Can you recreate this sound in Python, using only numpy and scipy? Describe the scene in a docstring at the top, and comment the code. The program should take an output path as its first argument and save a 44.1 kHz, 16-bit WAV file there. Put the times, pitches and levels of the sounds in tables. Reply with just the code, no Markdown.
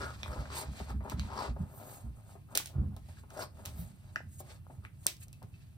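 """Putting on and lacing a trainer

Someone works a foot into a trainer on a wooden floor and tightens the laces, close to the microphone
in a small room. The sole bumps the boards, sock and fingers rub the leather, laces hiss through
the eyelets, and their hard tips click on shoe and floor over a low room hum."""
import sys
import numpy as np
from scipy import signal
from scipy.fft import rfft, irfft, next_fast_len
from scipy.io import wavfile
from scipy.ndimage import uniform_filter1d

SR = 44100
rng = np.random.default_rng(int(sys.argv[2]) if len(sys.argv) > 2 else 0)


def store_pcm(level_fs):
    """Save levels as 16-bit WAV."""
    pcm = np.round(np.clip(level_fs, -1, 1) * 32767).astype(np.int16)
    wavfile.write(sys.argv[1], SR, np.atleast_2d(pcm).T)


N = 254452
TIME = np.arange(N) / SR
FFT_SIZE = next_fast_len(N)
BIN_HZ = np.maximum(np.fft.rfftfreq(FFT_SIZE, 1 / SR), 1)


def from_db(db):
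    """Turn decibels into a number to multiply by."""
    return 10 ** (np.asarray(db) / 20)


def rms_one(x):
    """Scale a sound so that its average level (rms) is 1."""
    return x / np.sqrt(np.mean(x ** 2) + 1e-20)


def evened(x, span_s):
    """Hold a noise at level 1 from moment to moment."""
    return x / np.sqrt(uniform_filter1d(x ** 2, max(int(span_s * SR), 1)) + 1e-9)


def colour(x, spectrum):
    """Shape a noise by rows of (pitch in Hz, level in dB); it comes out at level 1."""
    size = next_fast_len(x.shape[-1])
    bin_hz = np.maximum(np.fft.rfftfreq(size, 1 / SR), 1)
    hz, db = np.transpose(spectrum)
    gains = from_db(np.interp(np.log(bin_hz), np.log(hz), db))
    return rms_one(irfft(rfft(x, size) * gains, size)[..., :x.shape[-1]])


def band(x, low_hz, high_hz, order=2):
    """Keep the sound between two pitches."""
    edges_hz = [low_hz, min(high_hz, .45 * SR)]
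    return signal.sosfilt(signal.butter(order, edges_hz, "band", fs=SR, output="sos"), x)


def resonance(x, hz, width_hz):
    """Make a sound ring around one pitch; it comes out at level 1."""
    b, a = signal.iirpeak(hz, hz / width_hz, fs=SR)
    return rms_one(signal.lfilter(b, a, signal.lfilter(b, a, x)))


def drift(rate_hz):
    """A smooth random wobble, about 1 in size."""
    step, warm_up = 40, 2000
    pole = np.exp(-2 * np.pi * step * rate_hz / SR)
    noise = rng.standard_normal(N // step + warm_up + 2)
    slow = signal.lfilter([1], [1, -2 * pole, pole * pole], noise)[warm_up:]
    return np.interp(np.arange(N) / step, np.arange(len(slow)), rms_one(slow))


def add(track, s, sound):
    """Mix a short sound in, starting at s seconds."""
    start = max(round(s * SR), 0)
    track[start:start + len(sound)] += sound[:N - start]


def swell_db(t, length, ends_db=-11, shape=1.62):
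    """A swell that reaches 0 dB at t = 0 and fades to either side; shape 1 is pointed, 2 is round."""
    return np.maximum(ends_db * abs(2 * t / length) ** shape, -200)


def friction(slips_per_s, spread_db, smooth_db):
    """Fibres catch and let go: tiny slips of uneven size over a smooth hiss."""
    sizes = from_db(spread_db * np.minimum(rng.exponential(1, N), 4)) * rng.choice([-1, 1], N)
    slips = sizes * (rng.random(N) < slips_per_s / SR)
    return rms_one(slips) + from_db(smooth_db) * rng.standard_normal(N)


def stick_slip(t, slips_per_s, jitter, decay_s, uneven_db, max_slips):
    """A grip builds and breaks at an uneven rate, giving a fading spike at every slip."""
    gaps, sizes = rng.standard_normal((2, max_slips))
    starts = np.append(0, np.cumsum(np.exp(jitter * gaps[1:]) / slips_per_s))
    latest = np.searchsorted(starts, t, "right") - 1
    return from_db(uneven_db * sizes[latest]) * np.exp((starts[latest] - t) / decay_s)


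# The tone of the room's hum. Each row: pitch in Hz, level in dB.
HUM_SPECTRUM = [(25, -26.5), (45, 1.5), (65, 3), (90, 8.5), (130, 6), (190, -12.5), (280, -15),
                (500, -34.5), (1500, -68.5), (2600, -30), (5000, -72), (10000, -34.5), (16000, -40)]


def room_hum(hum_db=-53, air_db=-77, spread_rumble_db=-62):
    """The house rumbles steadily, a little differently left and right, with a faint hiss."""
    hum = microphones(colour(rng.standard_normal(N), HUM_SPECTRUM))
    air = rms_one(band(rng.standard_normal((2, N)), 60, 1500, order=1))
    spread_rumble = rms_one(band(rng.standard_normal((2, N)), 105, 187))
    return from_db(hum_db) * hum + from_db(air_db) * air + from_db(spread_rumble_db) * spread_rumble


# Quick runs of slips. Each row: loudest moment in seconds, length in seconds, level in dB,
# slips per second, body pitch in Hz, bright edge pitch in Hz, edge level in dB compared with the body.
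RASP_RUNS = [(0.027, 0.14, -42.5, 170, 1290, 4670, -16.5), (0.33, 0.027, -44.5, 170, 1300, 4930, -13),
             (0.402, 0.065, -50, 130, 1240, 4670, -11), (0.587, 0.08, -47, 210, 930, 4400, -1),
             (0.904, 0.03, -46, 140, 860, 4700, -15), (1.08, 0.05, -52.5, 170, 910, 4600, -28),
             (1.338, 0.05, -46.5, 165, 950, 4500, -21), (1.401, 0.07, -37.5, 290, 917, 4600, -12),
             (3.389, 0.063, -42.5, 232, 620, 5100, -16), (3.412, 0.017, -41, 260, 450, 5200, -9),
             (3.405, 0.048, -48, 210, 1430, 5100, -7), (3.43, 0.025, -41.5, 240, 1000, 4600, -4.5)]
SLIP_DECAY_S = 0.00099


def rasps():
    """A tight lace or heel drags in a quick run of slips that swells and fades."""
    out, t = np.zeros(N), TIME[:SR // 4]
    for s, length, level_db, per_s, body_hz, edge_hz, edge_db in RASP_RUNS:
        spikes = stick_slip(t, per_s, jitter=0.28, decay_s=SLIP_DECAY_S, uneven_db=3, max_slips=200)
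        slips = spikes * rng.choice([-1, 1], len(t))
        rasp = evened(taut_upper(slips, body_hz, edge_hz, edge_db), span_s=.02)
        start = max(s - t[-1] / 2, 0)
        add(out, start, from_db(level_db + swell_db(start + t - s, length)) * rasp)
    return out


# The notes of the shoe's tight upper part. Each row: pitch in Hz, width in Hz, level in dB.
UPPER_NOTES = [(485, 330, -5), (1022, 280, -6.5), (1413, 120, -16)]


def taut_upper(x, body_hz, edge_hz, edge_db, body_q=4.1, edge_q=3.5):
    """Each slip rings the hollow body, the tight upper and a bright edge; a higher q rings longer."""
    upper = sum(from_db(db) * resonance(x, hz, width_hz) for hz, width_hz, db in UPPER_NOTES)
    body = resonance(x, body_hz, body_hz / body_q)
    edge = resonance(x, edge_hz, edge_hz / edge_q)
    return body + upper + from_db(edge_db) * edge


# Pushes of the foot and pulls of the hands. 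Each row: loudest moment in seconds, length in seconds,
# leather level in dB, pitch of the shoe's hollow in Hz, cloth level in dB, lace level in dB.
PUSHES_AND_PULLS = [(0.029, 0.21, -47.5, 1340, -52, -59), (0.216, 1, -77, 1070, -60, -71),
                    (0.327, 0.26, -51.5, 810, -74, -62), (0.428, 0.25, -55, 680, -57.5, -73),
                    (0.543, 0.079, -47, 1170, -46.5, -75), (0.584, 0.086, -60, 950, -47, -42),
                    (0.608, 0.12, -46, 814, -52, -61), (0.786, 0.17, -56.5, 650, -53, -60),
                    (0.902, 0.063, -48, 900, -56, -62), (1.075, 0.1, -48, 860, -70, -68),
                    (1.116, 0.053, -64, 890, -51, -57), (1.251, 0.17, -56, 910, -55, -70),
                    (1.343, 0.089, -48, 905, -63, -75), (1.403, 0.13, -40, 890, -55.5, -56.5),
                    (1.445, 0.11, -45.5, 820, -49, -65), (1.611, 0.098, -55.5, 790, -73, -72),
                    (1.858, 0.34, -53.5, 726, -65.5, -62), (1.947, 0.15, -76, 750, -64.5, -56.5),
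                    (2.18, 0.11, -66, 696, -84, -71), (2.307, 0.12, -60.5, 700, -67.5, -62.5),
                    (2.529, 0.068, -53.5, 750, -69.5, -67), (2.775, 0.18, -56.5, 636, -87, -93),
                    (2.933, 0.059, -62.5, 700, -86, -82), (3.107, 0.15, -70.5, 710, -65.5, -67.5),
                    (3.191, 0.07, -69, 1290, -64.5, -66.5), (3.346, 0.1, -57, 790, -64, -68),
                    (3.401, 0.1, -49, 635, -58, -52), (3.428, 0.059, -50, 945, -50.5, -52),
                    (3.597, 0.12, -60.5, 620, -71, -67), (3.676, 0.074, -56.5, 790, -62, -63),
                    (3.798, 0.27, -63, 700, -63.5, -62), (4.092, 0.29, -71, 810, -72, -76),
                    (4.339, 0.088, -97, 780, -73.5, -61.5), (4.399, 0.037, -82, 700, -69, -50.5),
                    (4.511, 0.12, -59, 620, -60, -62.5), (4.748, 0.23, -72.5, 750, -82, -75),
                    (4.85, 0.04, -60.5, 1440, -70, -71.5), (5.041, 0.077, -73.5, 750, -71.5, -61.5),
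                    (5.229, 0.045, -95, 750, -60.5, -54), (5.617, 0.26, -91, 620, -72, -88.5)]


def strokes(fidget_db=(-81.5, -81, -81), fidget_swing_db=1, resting_hollow_hz=700):
    """Each stroke drags leather, cloth and lace together; in between, the fingers keep fidgeting."""
    power = from_db(np.array(fidget_db)[:, None] + fidget_swing_db * drift(rate_hz=11)) ** 2
    weighted_hz = power[0] * resting_hollow_hz
    for s, length, leather_db, hz, cloth_db, lace_db in PUSHES_AND_PULLS:
        near = slice(*np.searchsorted(TIME, [s - 2 * length, s + 2 * length]))
        levels_db = np.array([[leather_db], [cloth_db], [lace_db]])
        stroke = from_db(levels_db + swell_db(TIME[near] - s, length)) ** 2
        power[:, near] += stroke
        weighted_hz[near] += stroke[0] * hz  # the strongest rub has most say in the hollow's pitch
    leather_db, cloth_db, lace_db = 10 * np.log10(power)
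    return leather_db, weighted_hz / power[0], cloth_db, lace_db


# The tone of rubbed leather. Each row: pitch in Hz, level in dB.
LEATHER_SPECTRUM = [(100, -37), (200, 2), (330, -1.5), (600, -1.5), (1000, 1.5), (1350, -2.5),
                    (1900, -15.5), (3500, -27.5), (8000, -55.5)]


def leather_rub(level_db, hollow_hz, hollow_db=8, hollow_octaves=0.24, judder_db=2, sliding_db=-12):
    """Coarse rubbing sounds through the shoe's hollow, whose pitch moves as foot and hands shift."""
    grit = friction(slips_per_s=700, spread_db=2.5, smooth_db=-4)
    spikes = stick_slip(TIME, slips_per_s=170, jitter=.4, decay_s=0.002, uneven_db=2.5, max_slips=3000)
    rub = colour(grit * (from_db(sliding_db) + spikes), LEATHER_SPECTRUM)
    spectrum, out = rfft(rub, FFT_SIZE), 0
    # Split the rub into half-octave bands and lift those near the hollow's pitch.
    for hz in 60 * 2 ** (np.arange(16) / 2):
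        share = np.maximum(1 - 2 * abs(np.log2(BIN_HZ / hz)), 0)
        nearness = np.exp(-.5 * (np.log2(hollow_hz / hz) / hollow_octaves) ** 2)
        out = out + irfft(spectrum * share, FFT_SIZE)[:N] * from_db(hollow_db * nearness)
    return evened(out, span_s=0.015) * from_db(level_db + judder_db * drift(rate_hz=30))


# The notes of the hollow trainer. Each row: pitch in Hz, width in Hz, boost in dB.
SHOE_NOTES = [(450, 190, 3.5), (620, 160, 1.5), (790, 26, 0), (1046, 5.7, 5.5), (1290, 53, 2),
              (1530, 100, 3)]


def shoe_body(x, trim_db=-1):
    """The hollow trainer rings briefly, lifting the sound around its own notes."""
    out = x
    for hz, width_hz, boost_db in SHOE_NOTES:
        ring = signal.lfilter(*signal.iirpeak(hz, hz / width_hz, fs=SR), x)
        out = out + (from_db(boost_db) - 1) * ring
    return from_db(trim_db) * out


# The tone of sliding cloth. 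Each row: pitch in Hz, level in dB.
CLOTH_SPECTRUM = [(900, -2), (1700, 5.5), (2300, 6.5), (3000, 1.5), (3900, 4), (4700, 4), (5300, -0.5),
                  (6000, -3), (8000, -1), (16000, -57)]


def cloth_swish(level_db, scatter_db=-1, flutter_db=2):
    """Sock and trouser leg slide over a wide area, so left and right get a partly different swish."""
    patches = []
    for _ in range(3):
        fibres = friction(slips_per_s=900, spread_db=2, smooth_db=0.5)
        patches.append(floor_bounce(colour(fibres, CLOTH_SPECTRUM)))
    swish = rms_one(microphones(patches[0]) + from_db(scatter_db) * np.array(patches[1:]))
    return swish * from_db(level_db + flutter_db * drift(rate_hz=23))


# The tone of a sliding lace. Each row: pitch in Hz, level in dB.
LACE_SPECTRUM = [(3000, -27), (5800, -13), (7000, 4), (8200, 2.5), (10000, -2.5), (12800, -5), (14800, -5),
                 (16500, -12.5)]


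def lace_hiss(level_db, flutter_db=2):
    """The fine braid of a lace hisses as it runs through its eyelets."""
    braid = friction(slips_per_s=13000, spread_db=15.5, smooth_db=8.5)
    hiss = floor_bounce(colour(braid, LACE_SPECTRUM))
    return hiss * from_db(level_db + flutter_db * drift(rate_hz=36))


def floor_bounce(x, delay_s=.0014, swing=.2, bounce_db=-8):
    """The floor sends back a quick echo whose delay wanders as the hands move, hollowing the hiss."""
    delay_samples = delay_s * SR * np.exp(swing * drift(rate_hz=1.5))
    echo = np.interp(np.arange(N) - delay_samples, np.arange(N), x, left=0)
    return rms_one(x + from_db(bounce_db) * echo)


# The tone of the floorboards' rumble. Each row: pitch in Hz, level in dB.
BOARD_SPECTRUM = [(25, -37), (45, 0.5), (68, 8.5), (105, -0.5), (135, 3), (165, -6.5), (205, 0),
                  (245, -12.5), (290, -18), (400, -28), (1000, -70), (3000, -93)]
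# The sole meets the floor. Each row: loudest moment in seconds, level in dB, pitch in Hz,
# rise time in seconds.
SOLE_BUMPS = [(0.067, -45, 70.1, 0.18), (0.316, -38, 70, 0.024), (0.402, -34, 63.7, 0.013),
              (0.521, -49, 72.3, 0.13), (0.702, -34, 64, 0.011), (0.823, -39, 69.4, 0.014),
              (0.965, -32.5, 64.2, 0.041), (1.194, -31.5, 68.5, 0.048), (1.256, -40, 64, 0.0073),
              (1.513, -32.5, 61.7, 0.022), (1.613, -35.5, 186, 0.0079), (1.622, -33, 83.5, 0.015),
              (2.048, -41, 115, 0.0083), (2.086, -36, 64.7, 0.018), (2.179, -43.5, 119, 0.0043),
              (2.768, -31.5, 135.3, 0.0076), (2.801, -27.5, 69.3, 0.02), (2.865, -38.5, 90.6, 0.027),
              (2.932, -45, 85.64, 0.096), (3.677, -47, 76.9, 0.094), (3.811, -45.5, 74, 0.037),
              (3.8, -44, 166.5, 0.026), (4.263, -45.5, 86, 0.033), (4.791, -41, 80.8, 0.0094),
              (5.258, -53, 67.4, 0.0057), (5.446, -43, 100, 0.0058)]


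def sole_bumps(rumble_db=-5, tone_db=1, decay_per_rise=1.65):
    """Weight rolls onto the rubber sole: the boards swing at a low note and rumble."""
    rumble = evened(colour(rng.standard_normal(N), BOARD_SPECTRUM), span_s=0.081)
    phases = rng.uniform(0, 2 * np.pi, len(SOLE_BUMPS))
    out = np.zeros(N)
    for (s, level_db, hz, rise), phase in zip(SOLE_BUMPS, phases):
        near = abs(TIME - s) < .5
        t = TIME[near] - s
        # The slower the weight comes on, the slower it goes.
        weight = np.exp(-np.where(t < 0, .5 * (t / rise) ** 2, t / (decay_per_rise * rise)))
        tone = from_db(tone_db) * np.sin(2 * np.pi * hz * t + phase)
        out[near] += from_db(level_db) * weight * (tone + from_db(rumble_db) * rumble[near])
    return out


# Single slips of the leather. Each row: start in seconds, peak level in dB, body pitch in Hz.
LEATHER_CATCHES = [(0.0876, -51, 1260), (0.105, -37.5, 1170), (0.2594, -36, 1140), (0.2793, -39, 1190),
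                   (0.2984, -42, 1190), (0.3162, -37, 1190), (0.3708, -52, 1100), (0.38, -47, 1150),
                   (0.5022, -36, 1140), (0.527, -43, 1160), (1.304, -37, 930), (1.318, -38, 960),
                   (1.439, -45, 1000), (1.4454, -39, 910), (1.452, -33, 950), (1.461, -34, 940),
                   (1.4795, -34.5, 1100), (3.372, -45, 820)]


def leather_catches():
    """The leather catches once and lets go, ringing the tight upper."""
    out, t = np.zeros(N), TIME[:SR // 20]
    for s, peak_db, body_hz in LEATHER_CATCHES:
        burst = rng.choice([-1, 1], len(t)) * np.exp(-t / SLIP_DECAY_S)
        slip = taut_upper(burst, body_hz, edge_hz=4750, edge_db=-16.5)
        add(out, s, from_db(peak_db) * slip / abs(slip).max())
    return out


# The notes of a lace tip. Each row: multiple of its ring pitch, level in dB.
TIP_NOTES = [(0.766, -10), (1, -4.5), (1.57, -11)]
# The fine ringing left in tips and eyelets. 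Each row: pitch in Hz, level in dB compared with the hit.
AFTER_RING_NOTES = [(3790, -49.5), (3990, -53.5), (4885, -52.5), (6130, -51), (8170, -49), (8490, -49),
                    (9100, -49), (9990, -59.5)]
# Lace tips hit shoe and floor. Each row: start in seconds, level in dB, ring pitch in Hz,
# extra dB for the crack, extra dB for what goes to the walls.
TIP_HITS = [(0.2317, -20, 3500, -25, 0), (1.098, -34.5, 4000, 3.5, -6), (1.1175, -37, 6400, -20, -2),
            (1.1961, -23, 4170, -22, 5), (1.947, -47, 9600, -8, -3), (2.5511, -26, 3720, 1.5, 3),
            (2.5539, -29, 4170, 11.5, -2), (2.5746, -5, 9100, -7, -3), (2.574, -16, 4350, -18, -6.5),
            (2.659, -21.5, 9440, -12, 2), (2.672, -43.5, 4780, 8, -2.5), (2.965, -59, 4360, 15.5, -1),
            (3.304, -43.5, 6400, -3, 2), (3.6533, -38.5, 5300, 5, 1), (3.658, -27, 6880, -1.5, -1),
            (4.402, -39, 9400, -11, -6), (4.4055, -41, 9000, -5.5, 3), (5.0671, 0.5, 8430, -22, 3.5),
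            (5.1675, -43.5, 7000, -4, -3), (5.283, -39.5, 8200, -9.5, -3), (5.3295, -35.5, 8100, -9, -2.5),
            (5.428, -43.5, 7650, -2, -4.5)]


def lace_tips(ring_db=6, ring_cycles=1.88, after_ring_s=.17, crack_rise_s=0.000087, crack_decay_s=.0012,
              spike_db=3, ring_send_db=-7.5, beaming_db_per_octave=10.5, snap_send_db=10):
    """A hard tip cracks and rings as it lands; returns the direct sound and what goes to the walls."""
    direct, to_walls, t = np.zeros(N), np.zeros(N), TIME[:SR // 6]
    onset = 1 - np.exp(-t / crack_rise_s)
    spike = 1. * (t == 0)
    after_ring = sum(from_db(db - 60 * t / after_ring_s) * np.sin(2 * np.pi * hz * t)
                     for hz, db in AFTER_RING_NOTES)
    for s, level_db, hz, crack_db, wall_db in TIP_HITS:
        notes = sum(from_db(db) * np.sin(2 * np.pi * ratio * hz * t) for ratio, db in TIP_NOTES)
        build_up = 1 - np.exp(-t * hz)  # takes about one cycle
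        ring = from_db(level_db + ring_db) * notes * build_up * np.exp(-t * hz / ring_cycles)
        chatter = rng.choice([-1, 1], len(t)) * onset * np.exp(-t / crack_decay_s)
        impact = band(from_db(spike_db) * spike + chatter, 1800, 15000, order=1)
        crack = from_db(level_db + crack_db) * impact
        add(direct, s, ring + crack + from_db(level_db) * after_ring)
        # Added up over all directions, the crack reaches the walls as one clean snap.
        snap = np.sqrt(np.sum(crack ** 2)) * band(spike, 2400, 17000, order=1)
        # Low rings spread all around; high ones beam at the microphone.
        send_db = ring_send_db - beaming_db_per_octave * np.log2(hz / 6000)
        add(to_walls, s, from_db(wall_db) * (from_db(send_db) * ring + from_db(snap_send_db) * snap))
    return direct, to_walls


# Hollow taps on the shoe. Each row: start in seconds, level in dB, pitch in Hz, length in cycles,
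# click level in dB compared with the tap.
SHOE_TAPS = [(0.2328, -35, 2310, 6.3, -21), (0.233, -31.5, 1100, 1.3, -18), (1.195, -37.5, 1330, 2.7, 2),
             (3.17, -53, 1610, 8.7, -17.5), (3.305, -48.5, 1400, 5.8, -21), (4.1589, -19.5, 1633, 4.9, -13),
             (4.2036, -40.5, 680, 2.7, -35), (4.667, -42, 950, 1.8, -24), (4.8502, -33.5, 1940, 2.7, -22)]


def hollow_taps(overtone_ratio=1.6, overtone_db=-16, click_decay_s=0.0014, click_send_db=4):
    """A tap gives a click and a very short note; returns the direct sound and what goes to the walls."""
    direct, to_walls, t = np.zeros(N), np.zeros(N), TIME[:SR // 50]
    for s, level_db, hz, cycles, click_db in SHOE_TAPS:
        swell = from_db(level_db) * np.sin(np.pi * np.minimum(t * hz / cycles, 1)) ** 2
        phase = 2 * np.pi * hz * t
        note = swell * (np.sin(phase) + from_db(overtone_db) * np.sin(overtone_ratio * phase))
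        burst = rng.choice([-1, 1], len(t)) * np.exp(-t / click_decay_s)
        click = from_db(level_db + click_db) * band(burst, 2500, 7600)
        add(direct, s, note + click)
        add(to_walls, s, note + from_db(click_send_db) * click)
    return direct, to_walls


# Soft knocks and creaks of the leather. Each row: start in seconds, level in dB, pitch in Hz.
LEATHER_KNOCKS = [(.361, -39.5, 750), (.455, -41.5, 1190), (.8005, -38.5, 760), (.901, -39.5, 1130),
                  (1.006, -45.5, 810), (1.052, -39.5, 790), (1.118, -33.5, 890), (1.289, -45.5, 850),
                  (1.563, -43.5, 670), (2.353, -48.5, 716), (2.553, -41, 610), (2.599, -39, 920),
                  (2.965, -49.5, 720), (3.086, -52.5, 790), (3.235, -53, 780), (3.3705, -42, 637),
                  (4.161, -44.5, 820), (4.403, -44, 696), (4.699, -48.5, 650), (5.061, -39.5, 810),
                  (5.268, -65, 650), (5.419, -48, 820), (5.431, -55, 700)]


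def leather_knocks(width_ratio=1.3, rise_s=0.001, thump_db=-7, thump_hz=300):
    """Padded leather gives a short, dull burst with no clear note, over a small thump of the sole."""
    out, t = np.zeros(N), TIME[:SR // 5]
    for s, level_db, hz in LEATHER_KNOCKS:
        decay_s = 0.0088 * (750 / hz) ** 1.6  # higher knocks die sooner
        skin, sole = rng.standard_normal((2, len(t)))
        burst = evened(band(skin, hz / width_ratio, hz * width_ratio), span_s=0.0033)
        thump = evened(band(sole, thump_hz / width_ratio, thump_hz * width_ratio), span_s=0.0082)
        envelope = (1 - np.exp(-t / rise_s)) * np.exp(-t / decay_s)
        add(out, s, from_db(level_db) * (burst + from_db(thump_db) * thump) * envelope)
    return out


# A lace whips through an eyelet. Each row: loudest moment in seconds, length in seconds, level in dB.
LACE_ZIPS = [(1.784, 0.13, -58), (1.917, 0.13, -57), (3.426, 0.039, -55), (3.807, 0.085, -53),
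             (4.405, 0.012, -48)]


def lace_zips():
    """The ribs of the braid pass so fast that only a thin, high hiss is left."""
    braid = friction(slips_per_s=8800, spread_db=5, smooth_db=-9)
    hiss = resonance(braid, hz=13600, width_hz=6800)
    return hiss * sum(from_db(db + swell_db(TIME - s, length)) for s, length, db in LACE_ZIPS)


# The notes of a metal eyelet. Each row: pitch in Hz, level in dB, seconds to fade by 60 dB.
EYELET_NOTES = [(2610, 2.5, 0.11), (3075, -15.5, .2), (3960, -17.5, .16), (4450, -15.5, .16)]
# Nudges of the eyelet. Each row: start in seconds, level in dB.
EYELET_NUDGES = [(5.07, -44), (5.221, -58.5), (5.332, -60.5), (5.54, -60.5), (5.605, -69)]


def eyelet_rings():
    """The last tugs nudge a metal eyelet, and its thin notes linger faintly."""
    out, t = np.zeros(N), TIME[:SR // 2]
    ring = sum(from_db(db - 60 * t / fade_s) * np.sin(2 * np.pi * hz * t)
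               for hz, db, fade_s in EYELET_NOTES)
    for s, level_db in EYELET_NUDGES:
        add(out, s, from_db(level_db) * ring)
    return out


# The tone of the room's echo. Each row: pitch in Hz, level in dB.
ECHO_SPECTRUM = [(60, -2), (300, 11), (1000, 0), (2000, 10), (4000, 8.5), (6000, 5), (9000, 3.5),
                 (14000, 2.5)]


def room_echo(x, level_db=-10, fade_60_db_s=0.2, build_s=0.0005, shared_db=-6, apart_hz=300):
    """Bare floor and walls send back a short, bright echo, partly alike on the left and right."""
    t = TIME[:SR * 3 // 5]
    envelope = from_db(-60 * t / fade_60_db_s) * (1 - np.exp(-t / build_s))
    tails = colour(rng.standard_normal((3, len(t))), ECHO_SPECTRUM) * envelope
    tails = tails / np.sqrt(np.sum(tails ** 2, axis=1, keepdims=True))
    echoes = signal.fftconvolve(x[None], tails, axes=1)[:, :N]
    # Low notes reach both sides alike, so only the higher ones get an echo for each side.
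    apart = signal.sosfilt(signal.butter(1, apart_hz, "high", fs=SR, output="sos"), echoes[:2])
    return from_db(level_db) * (apart + from_db(shared_db) * microphones(echoes[2]))


# How sound from the shoe reaches the two microphones. Each row: pitch in Hz,
# how much louder the left is in dB, how far ahead the left is in radians.
LEFT_RIGHT_DIFFERENCES = [(20, -1.5, 0.5), (150, -2, -0.52), (315, 2, 0.07), (650, 6, 0.2), (1060, 8, 1.5),
                          (1630, 1.5, 1.4), (2520, -0.5, 4), (5300, -6.5, 7), (7420, 0.4, 2.5),
                          (21300, -1, -17)]


def microphones(x):
    """Make one sound stereo: each pitch reaches left and right with its own level and timing."""
    hz, pan_db, lead = np.transpose(LEFT_RIGHT_DIFFERENCES)
    sides = np.array([[.5], [-.5]])
    gains = from_db(sides * np.interp(BIN_HZ, hz, pan_db))
    gains = gains / np.sqrt(np.mean(gains ** 2, axis=0))
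    phase_shifts = np.exp(1j * sides * np.interp(BIN_HZ, hz, lead))
    return irfft(rfft(x, FFT_SIZE) * gains * phase_shifts, FFT_SIZE)[:, :N]


def scene():
    """Mix the sounds of the shoe, their echo off the walls and the room's hum."""
    leather_db, hollow_hz, cloth_db, lace_db = strokes()
    leather = shoe_body(leather_rub(leather_db, hollow_hz) + leather_knocks())
    bumps = sole_bumps()
    lace = lace_hiss(lace_db) + lace_zips()
    tips, tips_to_walls = lace_tips()
    taps, taps_to_walls = hollow_taps()
    slips = rasps() + leather_catches()
    echo = room_echo(from_db(5) * leather + from_db(3) * bumps + from_db(-21.5) * lace
                     + from_db(3.5) * slips + taps_to_walls + tips_to_walls)
    direct = microphones(leather + bumps + lace + tips + slips + taps + eyelet_rings())
    return direct + cloth_swish(cloth_db) + echo + room_hum()


def record(dry):
    """Cut away the very highest treble, above 16000 Hz."""
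    return signal.sosfilt(signal.ellip(10, .2, 80, 16000, fs=SR, output="sos"), dry)


dry = scene()
out = record(dry)
store_pcm(out)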